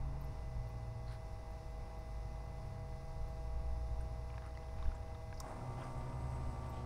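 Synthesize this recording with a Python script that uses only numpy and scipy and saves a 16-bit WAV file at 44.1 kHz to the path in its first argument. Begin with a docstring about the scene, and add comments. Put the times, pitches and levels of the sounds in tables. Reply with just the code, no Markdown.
"""A model boat stands on a garden deck, its electronics fan humming; a breeze nudges the microphone.
Of two far engines, one slows and fades within two seconds, while the other sags, then gathers speed.
From 4 s, water poured through a funnel plips into the hull: each drop knocks and traps ringing bubbles.
At 5.4 s a relay clicks and a small bilge pump starts. Its impeller shakes the hull, gulps air,
churns the water and sends a thin, hissing jet overboard."""
import sys
import numpy as np
from scipy import signal
from scipy.fft import rfft, irfft, next_fast_len
from scipy.io import wavfile
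from scipy.ndimage import uniform_filter1d

SR = 44100
rng = np.random.default_rng(int(sys.argv[2]) if len(sys.argv) > 2 else 0)


def file_out(sig):
    """Save sig as 16-bit WAV at sys.argv[1]."""
    # one column per channel
    cols = np.atleast_2d(sig).T
    # limit, then scale
    lim = np.clip(cols, -1, 1)
    pcm = np.round(lim * 32767).astype(np.int16)
    wavfile.write(sys.argv[1], SR, pcm)


N = 302194
T = np.arange(N) / SR

# eddies on the microphone and dull road rumble: frequency_hz, density_db
EDDY_SPECTRUM = [(10, -1.5), (22, -0.5), (40, -7), (65, -9), (110, -23.5), (250, -40)]
RUMBLE_SPECTRUM = [(35, 1), (52, 10), (75, -6), (100, 9.5), (140, -7.5), (190, -12.5)]
# gusts of wind: crest_s, half_length_s, level_db
GUSTS = [(.03, 0.18, -45.5), (.58, 0.031, -40), (1.83, 0.025, -45.5), (3.23, 0.12, -43.5),
         (3.62, 0.19, -41), (3.94, 0.071, -40), (4.77, 0.051, -37.5), (4.885, 0.042, -34),
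         (6.0, 0.074, -43), (6.47, 0.036, -40)]
# fundamental of the slowing engine: time_s, pitch_hz
SLOWING_PITCH = [(0, 135.6), (.2, 137.9), (.72, 115.3), (1.12, 117.1), (1.36, 98.3), (1.8, 84.3)]
# its harmonics: multiple, relative_db
SLOWING_ORDERS = [(1, 1), (2, -14.5), (3, -21.5)]
# firing tone of the gathering engine: time_s, level_db
DRONE_LEVEL = [(0, -45), (1, -50), (1.93, -52.5), (2.2, -44.5), (2.85, -52), (3.6, -41.5), (3.9, -42),
               (4.5, -49), (5.3, -51.5), (5.85, -60), (6.25, -45), (6.85, -49)]
# its weaker orders: firing_multiple, level_db
DRONE_ORDERS = [(1.399, -59), (1.82, -62.5), (2.41, -67)]
# its orders that swell and ebb: firing_multiple, crest_s, half_length_s, level_db
WHIRS = [(2.41, 1.7, 0.22, -54.5), (2.41, 2.82, 0.7, -55), (3.4, 2.73, 0.39, -64), (2, 4.06, 0.56, -53),
         (2, 6.06, 0.63, -52.5)]

# fourth harmonic of the fan's shaft: time_s, pitch_hz
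FAN_PITCH = [(0.0, 637.4), (0.5, 644.5), (2.26, 645), (3.04, 646), (6.7, 643.4)]
# base level of the fan's hum: time_s, level_db
FAN_LEVEL = [(0, -62.5), (.6, -59.5), (2.2, -59), (3.4, -57), (4.2, -58.5), (5.4, -58), (5.8, -60),
             (6.85, -60.5)]
# its harmonics: shaft_multiple, relative_db
FAN_ORDERS = [(1, -15.5), (2, -15), (3, -7), (4, -2), (5, -4), (6, -15.5), (7, -14.5), (8, -23.5),
              (10, -23.5), (12, -30)]
# thin electric whine: time_s, pitch_hz
WHINE_PITCH = [(0, 2007), (2.2, 2014), (4.6, 2015), (5.35, 2028), (5.8, 2038), (6.3, 2031), (6.85, 2017)]
# its strength: time_s, level_db
WHINE_LEVEL = [(0, -74.5), (.6, -72), (1.4, -74), (2.5, -71.5), (4.0, -76), (5.0, -73.5), (5.85, -71),
               (6.85, -73)]
# rush and hiss of fan air and garden: frequency_hz, density_db
AIR_SPECTRUM = [(150, 2.5), (250, -6), (430, -8.5), (700, -7.5), (950, -6.5), (1150, -11.5), (1400, -18.5),
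                (1800, -20.5), (2700, -22.5), (3000, -28.5)]
HISS_SPECTRUM = [(3050, -13.5), (3550, 2), (3950, -0.5), (4500, 1), (5300, 3.5), (6300, -2), (7100, -7.5),
                 (9000, -7.5), (10100, -3.5), (11200, -13.5), (15500, -14.5)]
# faint, soft, very high chirps and ticks: start_s, level_db, pitch_hz
TICKS = [(.208, -56, 14100), (.241, -57, 12300), (0.686, -63, 13770), (1.507, -64, 13400),
         (1.705, -66, 13400), (1.985, -61, 13000), (3.28, -65, 13500), (4.006, -58.5, 9150),
         (4.46, -60.5, 9200), (4.838, -57, 5450), (4.947, -62, 7200), (5.3385, -55, 5500),
         (5.371, -54, 5170), (5.835, -56, 5000), (6.694, -58, 13140)]

# swishes of running water: crest_s, length_s, level_db, centre_hz, width_octaves
SWISHES = [(0.096, 0.94, -65.5, 930, 0.75), (1.115, 0.12, -66.5, 4330, 0.46), (1.125, .1, -76, 9600, .4),
           (1.125, 0.12, -63, 1490, 1.2), (4.455, 0.11, -64.5, 1370, 0.8), (4.849, 0.28, -68, 1400, 1.1),
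           (5.483, 0.14, -57.5, 1010, 0.81), (5.492, 0.16, -54, 730, 0.87), (5.802, .08, -55, 790, 0.87),
           (5.835, 0.071, -58.5, 1480, 0.63), (5.814, 0.061, -67, 2900, 0.67),
           (6.771, 0.17, -69, 3300, 1.1)]
# drops and their two bubbles: start_s, knock_db, large_hz, large_db, small_hz, small_db
DROPS = [(4.006, -54, 1520, -54, 2300, -67), (4.291, -54, 1350, -58, 2520, -64),
         (4.301, -54, 2330, -54, 2800, -61), (4.341, -48, 1130, -59, 2300, -58),
         (4.3799, -38, 1590, -57, 2110, -53), (4.421, -51, 1250, -53, 3700, -60),
         (4.438, -60, 1450, -57, 3750, -60), (4.463, -55, 1300, -57, 2100, -62),
         (4.551, -58, 1900, -63, 2980, -58), (4.573, -45, 2000, -48, 4530, -52),
         (4.785, -47, 1420, -57, 2300, -58), (4.798, -55, 1100, -54, 2400, -59),
         (4.8255, -47, 1090, -44.5, 3680, -50), (4.8546, -49, 1580, -51, 2650, -63),
         (4.872, -60, 1500, -63, 3400, -60), (4.9163, -56, 1390, -50, 1950, -65),
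         (4.9493, -57, 1210, -55, 1750, -64), (5.117, -59, 1300, -59, 2500, -61),
         (5.147, -52, 1230, -54, 3620, -54.5), (5.304, -54, 1250, -59, 2400, -64),
         (5.3266, -45, 1570, -46, 2180, -52)]
# resonances of the hull cavity: pitch_hz, t60_s, relative_db
HULL_MODES = [(970, .022, -6), (1427, 0.0033, 3), (2298, 0.0038, -18), (3700, .014, -29), (4740, .014, -37)]
# dull splat of a drop: frequency_hz, density_db
SPLAT_SPECTRUM = [(700, 6), (1500, 2), (2400, -6), (3100, -21), (3800, -9), (5000, -17), (9000, -26)]
# noise band of a swish: offset_widths, density_db
SWISH_BAND = [(-1.2, -18), (-0.083, -2.5), (0.74, -14.5), (1.47, -23.5)]

# the relay's contact and its bounces: start_s, level_db
RELAY_STRIKES = [(5.40165, -28.5), (5.4038, -43), (5.4145, -53)]
# resonances of its case and of the board that carries it: pitch_hz, t60_s, relative_db
CASE_MODES = [(3750, 0.035, -20.5), (5050, .03, -14), (5620, 0.013, -1), (6080, 0.01, -4),
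              (6640, 0.0091, -13), (7100, 0.02, -8), (8500, .012, -14), (8850, .016, -16),
              (10780, .02, -15.5), (13840, 0.013, -12)]
BOARD_MODES = [(1050, 0.041, 2), (1230, 0.032, -5), (700, .03, -16)]
# snap of the contact: frequency_hz, density_db
SNAP_SPECTRUM = [(5100, 0), (5800, 5), (7500, 0), (11000, -9), (14000, -13), (15500, -18)]

# air gulped as the pump catches water: start_s, pitch_hz, level_db, rise_per_s
GLUGS = [(5.484, 1150, -44, 3), (5.613, 1270, -45, 3), (5.781, 756, -39.5, 4.3), (5.815, 880, -44, 14),
         (5.818, 3200, -46, 6), (5.819, 2700, -53, 3), (5.834, 1950, -50, 6.2), (5.836, 2750, -56, 3),
         (5.841, 1150, -44, 6), (5.851, 1600, -58, 4)]
# spurts of air from the outlet: crest_s, half_length_s, level_db
SPURTS = [(5.5, 0.035, -70), (5.89, 0.096, -74)]
# airy whistles of the jet: shaft_multiple, level_db
WHISTLES = [(129.5, -82), (145, -98)]
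# spray at the outlet and water churned in the pump: frequency_hz, density_db
SPRAY_SPECTRUM = [(4000, -11), (7000, 0), (8200, 2), (9100, 7), (10500, -10), (15000, -18)]
CHURN_SPECTRUM = [(100, -7), (260, 3.5), (450, -8), (720, -2.8), (1150, -7.5), (1500, -17), (2200, -15.5),
                  (3200, -24), (6000, -30.5), (12000, -41)]
# rotation of the pump: time_s, shaft_hz
PUMP_SPEED = [(5.45, 64.57), (5.578, 62.52), (5.706, 61.73), (5.932, 61.1), (6.144, 62.44), (6.37, 62.3),
              (6.47, 61.7), (6.622, 60.92), (6.85, 60.7)]
# its harmonics through the hull: shaft_multiple, level_db
PUMP_ORDERS = [(3, -66), (4, -60.3), (5, -67.5), (6, -63.5), (7, -77), (8, -72), (9, -65.5), (10, -67),
               (11, -75), (12, -61.7), (13, -66), (14, -77), (15, -59.3), (16, -73), (17, -69.5), (18, -75),
               (19, -66.3), (20, -72), (21, -80), (22, -74.5), (23, -79.5), (24, -77.5), (25, -86),
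               (26, -84), (28, -79.5), (29, -85.5)]

PUMP_ON_S = 5.41
RING_SAMPLES = SR // 8


def undb(db):
    """Amplitude grows tenfold for every 20 decibels."""
    return 10 ** (np.asarray(db) / 20)


def unit(x):
    """Normalisation to rms 1."""
    return x / (np.std(x) + 1e-12)


def curve(rows):
    """Linear interpolation of (time_s, value) rows at every sample."""
    return np.interp(T, *np.transpose(rows))


def ramp(start_s, length_s):
    """A linear rise from 0 to 1."""
    return np.clip((T - start_s) / length_s, 0, 1)


def bell(crest_s, half_s):
    """A Gaussian swell from 0 to 1 and back."""
    return np.exp(-((T - crest_s) / half_s) ** 2)


def surges(rows, steady_db):
    """Incoherent sources add in power: the gain of a steady flow with surges on top."""
    surge_power = sum((undb(db) * bell(crest_s, half_s)) ** 2 for crest_s, half_s, db in rows)
    return np.sqrt(undb(steady_db) ** 2 + surge_power)


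def noise():
    """White noise has equal power at all frequencies."""
    return rng.standard_normal(N)


def walk(rate_hz):
    """Moving averages smooth random steps into a wander of spread 1."""
    hold = int(SR / rate_hz)
    steps = np.repeat(rng.standard_normal(N // hold + 1), hold)
    return unit(uniform_filter1d(uniform_filter1d(steps, hold), hold)[:N])


def colour(x, spectrum):
    """Spectral shaping by (frequency_hz, density_db) points, steep beyond their ends; rms 1."""
    hz, db = np.transpose(spectrum)
    size = next_fast_len(len(x), real=True)
    log_hz = np.log(np.arange(size // 2 + 1) * SR / size + 1e-3)
    skirt_db = -100 * abs(log_hz - np.clip(log_hz, np.log(hz[0]), np.log(hz[-1])))
    gain = undb(np.interp(log_hz, np.log(hz), db) + skirt_db)
    return unit(irfft(rfft(x, size) * gain, size)[:len(x)])


def turn(hz):
    """Phase is the integral of frequency, here from a random starting angle."""
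    return 2 * np.pi * (np.cumsum(hz) / SR + rng.random())


def tone(angle, db, waver_db=0, rate_hz=8):
    """A sinusoid at an rms level, with optional random amplitude modulation."""
    return np.sqrt(2) * np.sin(angle + 2 * np.pi * rng.random()) * undb(db + waver_db * walk(rate_hz))


def ring(modes):
    """A struck body vibrates as a sum of damped modes; peak 1."""
    t = T[:RING_SAMPLES]
    vibration = sum(undb(db - 60 * t / t60_s) * np.sin(2 * np.pi * hz * t) for hz, t60_s, db in modes)
    return vibration / np.max(abs(vibration))


def crack(spectrum, t60_s):
    """A noise burst that decays exponentially; peak 1."""
    t = T[:RING_SAMPLES]
    burst = colour(rng.standard_normal(len(t)), spectrum) * undb(-60 * t / t60_s)
    return burst / np.max(abs(burst))


def add(out, start_s, x):
    """Superposition of x on out; whatever lies outside it is dropped."""
    i = int(start_s * SR)
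    x, i = x[max(-i, 0):], max(i, 0)
    out[i:i + len(x)] += x[:max(len(out) - i, 0)]


def breeze(calm_db=-52.5):
    """Turbulent eddies press on the microphone, thumping softly in the gusts."""
    return colour(noise(), EDDY_SPECTRUM) * surges(GUSTS, calm_db + 0.5 * walk(4.1))


def slowing_engine(ease_s=0.404, ease_width_s=0.069, fade_from_s=1.07, fade_db_per_s=37):
    """Pitch follows crank speed: an engine slows, comes off the throttle, returns duller and fades."""
    crank = turn(curve(SLOWING_PITCH))
    db = -49 - 15 * bell(ease_s, ease_width_s) - fade_db_per_s * np.maximum(T - fade_from_s, 0)
    dulling_db = 8 * ramp(ease_s, ease_width_s)
    return sum(tone(k * crank, db + relative_db - (k - 1) * dulling_db)
               for k, relative_db in SLOWING_ORDERS)


def gathering_engine(lowest_s=2.05, lowest_hz=52.76, sag_hz_per_s=2.7, rise_hz_per_s=3.65):
    """Engine orders keep fixed ratios to the firing rate, which sags, then climbs evenly."""
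    since_s = T - lowest_s
    firing = turn(lowest_hz + np.maximum(-sag_hz_per_s * since_s, rise_hz_per_s * since_s))
    drone = tone(firing, curve(DRONE_LEVEL))
    drone += sum(tone(k * firing, db, waver_db=0.5, rate_hz=2.07) for k, db in DRONE_ORDERS)
    whirs = sum(tone(k * firing, db) * bell(crest_s, half_s) for k, crest_s, half_s, db in WHIRS)
    return drone + whirs


def traffic(rumble_db=-53):
    """Low frequencies carry farthest: the lowest orders of two engines over the road's rumble."""
    rumble = colour(noise(), RUMBLE_SPECTRUM)
    return slowing_engine() + gathering_engine() + rumble * undb(rumble_db - walk(2))


def fan(air_db=-59, hiss_db=-72):
    """Periodic rotation gives shaft harmonics and air that pulses each turn, beside an electric whine."""
    hum_db = curve(FAN_LEVEL)
    shaft = turn(curve(FAN_PITCH) / 4 * (1 + 0.001 * walk(20)))
    hum = sum(tone(k * shaft, hum_db + relative_db, waver_db=0.03) for k, relative_db in FAN_ORDERS)
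    whine_angle = turn(curve(WHINE_PITCH) + 1.5 * walk(25))
    whine = tone(whine_angle, curve(WHINE_LEVEL), waver_db=0.4)
    pulsing = noise() * (1 + 0.027 * np.cos(shaft))
    air = colour(pulsing, AIR_SPECTRUM) * undb(air_db + 0.5 * walk(6.6))
    swell_db = 0.21 * (hum_db - hum_db.mean())
    hiss = colour(noise(), HISS_SPECTRUM) * undb(hiss_db + swell_db + 0.38 * walk(8.7))
    return hum + whine + air + hiss


def ticks(spread=1.2, attack_s=0.0043):
    """Brief narrow-band noise has a pitch: faint, soft, very high chirps and ticks."""
    out = np.zeros(N)
    for start_s, db, hz in TICKS:
        burst = crack([(hz / spread, -14), (hz, 0), (hz * spread, -14)], t60_s=0.059)
        add(out, start_s, undb(db) * burst * ramp(0, attack_s)[:RING_SAMPLES])
    return out


def swish(length_s, centre_hz, width_octaves, grain_samples=200):
    """Running water gives band noise, made grainy by random modulation, in one soft swell."""
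    size = int(length_s * SR)
    white = rng.standard_normal(size)
    grain_db = 2 * np.repeat(rng.standard_normal(size // grain_samples + 1), grain_samples)[:size]
    band = [(centre_hz * 2 ** (width_octaves * offset), db) for offset, db in SWISH_BAND]
    swell = np.sin(np.pi * np.arange(size) / size)
    return swell * colour(white * undb(grain_db), band)


def bubble(hz, rise_per_s=3.5, t60_cycles=40):
    """Trapped air is a damped resonator of rising pitch; small, high bubbles die sooner."""
    t = T[:RING_SAMPLES]
    return np.sin(2 * np.pi * hz * t * (1 + rise_per_s * t)) * undb(-60 * t * hz / t60_cycles)


def splash(count, within_s=0.085, centre_hz=1710):
    """Secondary droplets fall back and excite bubbles, the late ones weaker."""
    out = np.zeros(SR // 4)
    for late, pitch in rng.random((count, 2)):
        add(out, within_s * late, (1 - late / 2) * bubble(centre_hz * 2 ** (pitch - 0.5)))
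    return out


def drop(knock_db, large_hz, large_db, small_hz, small_db, crater_s=0.001197):
    """An impact excites the hull's modes with a splat; the closing crater traps two bubbles."""
    splat = undb(-10.5) * crack(SPLAT_SPECTRUM, t60_s=0.046)
    onset = ramp(0, 0.0002)[:RING_SAMPLES]  # water yields, softening the attack
    plip = undb(knock_db) * (ring(HULL_MODES) + splat) * onset
    add(plip, crater_s, undb(large_db) * bubble(large_hz) + undb(small_db) * bubble(small_hz))
    return plip


def trickle(count, start_s=4.33, length_s=0.97, centre_hz=1400):
    """Faint impacts of random pitch and strength, loosely spaced, merge into a trickle."""
    out = np.zeros(N)
    for i, (late, pitch, size) in enumerate(rng.uniform(-1, 1, size=(count, 3))):
        landing_s = start_s + length_s * (i + late / 2) / count
        hz, db = centre_hz * 2 ** (pitch / 2), -62 + 3 * size
        add(out, landing_s, drop(db + 3, hz, db, 2 * hz, db - 1.5))
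    return out


def water(splash_db=-26, glug_attack_s=0.0027):
    """Water sounds by impact, bubble resonance and flow: drops, the pump's glugs and swishes."""
    out = np.zeros(N)
    for start_s, knock_db, *bubbles in DROPS:
        add(out, start_s, drop(knock_db, *bubbles))
        add(out, start_s, undb(knock_db + splash_db) * splash(count=5))
    for start_s, hz, db, rise_per_s in GLUGS:
        add(out, start_s, undb(db) * bubble(hz, rise_per_s) * ramp(0, glug_attack_s)[:RING_SAMPLES])
    for crest_s, length_s, db, hz, octaves in SWISHES:
        add(out, crest_s - length_s / 2, undb(db) * swish(length_s, hz, octaves))
    return out


def relay(board_lag_s=0.00216):
    """Impulse excitation: the contact shuts and bounces twice, ringing its case; the board knocks."""
    out = np.zeros(N)
    case = ring(CASE_MODES) * ramp(0, 0.0004)[:RING_SAMPLES]  # it takes a moment to start swinging
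    for start_s, db in RELAY_STRIKES:
        snap = undb(-9.5) * crack(SNAP_SPECTRUM, t60_s=0.024)
        add(out, start_s, undb(db) * (case + snap))
    first_bounce_s = RELAY_STRIKES[1][0]
    add(out, first_bounce_s + board_lag_s, undb(-39.5) * ring(BOARD_MODES))
    return out


def jet(shaft, shaft_hz, ease_db_per_s=4.5, whistle_db_per_hz=2):
    """Flow noise: spray spurts, then eases as the hose fills; airy whistles follow the pump's speed."""
    flow = surges(SPURTS, -76 - ease_db_per_s * (T - PUMP_ON_S))
    spray = colour(noise() * undb(2.1 * walk(700)), SPRAY_SPECTRUM) * flow
    speed_db = whistle_db_per_hz * (shaft_hz - shaft_hz[-1])
    # multiplying by low noise spreads each tone into a breathy band
    whistles = sum(colour(noise(), [(20, -8), (130, 5), (400, -11)]) * tone(k * shaft, db + speed_db)
                   for k, db in WHISTLES)
    return (spray + ramp(start_s=5.8, length_s=0.25) * whistles) * undb(1.3 * walk(30))


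def churn(shaft):
    """Amplitude modulation: the impeller chops the water's noise once a turn."""
    chopped = noise() * (1 + 0.24 * np.cos(shaft)) * undb(2 * walk(90))
    gulp_dip_db = bell(PUMP_ON_S, half_s=0.097)  # slightly quieter while the pump gulps air
    return colour(chopped, CHURN_SPECTRUM) * undb(-58.5 - gulp_dip_db + 1.21 * walk(9))


def hull_buzz(shaft, shaft_hz, panel_hz=1159, panel_width_hz=19, panel_db=7):
    """Forced vibration: pump harmonics shake the hull, and a panel resonates with any near its pitch."""
    buzz = 0
    for k, db in PUMP_ORDERS:
        resonance_db = panel_db * np.exp(-((k * shaft_hz - panel_hz) / panel_width_hz) ** 2)
        flutter_db = 1.5 * walk(45.3)
        buzz += tone(k * shaft, db + resonance_db + flutter_db, waver_db=0.6, rate_hz=7)
    return buzz * undb(-1.5 + 0.5 * (T - PUMP_ON_S))  # firms up as the air clears


def pump(jitter=0.0016, spin_up_s=0.0086, priming_s=0.13):
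    """A rotating impeller, loaded unevenly by air in the water, drives hum, buzz, churn and jet."""
    shaft_hz = curve(PUMP_SPEED)
    shaft = turn(shaft_hz * (1 + jitter * walk(50)))
    under_load = ramp(start_s=5.58, length_s=0.03)
    lift_db = 3.5 * bell(crest_s=6.06, half_s=0.27)  # water is lifted up the hose
    hum = under_load * tone(2 * shaft, -49 + lift_db, waver_db=1, rate_hz=9.9)
    buzz = ramp(PUMP_ON_S, priming_s) * hull_buzz(shaft, shaft_hz)
    flow = ramp(PUMP_ON_S, spin_up_s) * (churn(shaft) + jet(shaft, shaft_hz))
    return hum + buzz + flow


def scene():
    """In the open air the direct sounds add by superposition, in one channel."""
    return (fan() + traffic() + breeze() + pump() + water() + ticks() + trickle(count=21) + relay())[None]


def record(dry):
    """Band limiting: a steep elliptic low-pass removes the highest treble."""
    cutoff_hz = 15720
    return signal.sosfilt(signal.ellip(10, 0.2, 70, cutoff_hz, fs=SR, output="sos"), dry)


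dry = scene()
out = record(dry)
file_out(out)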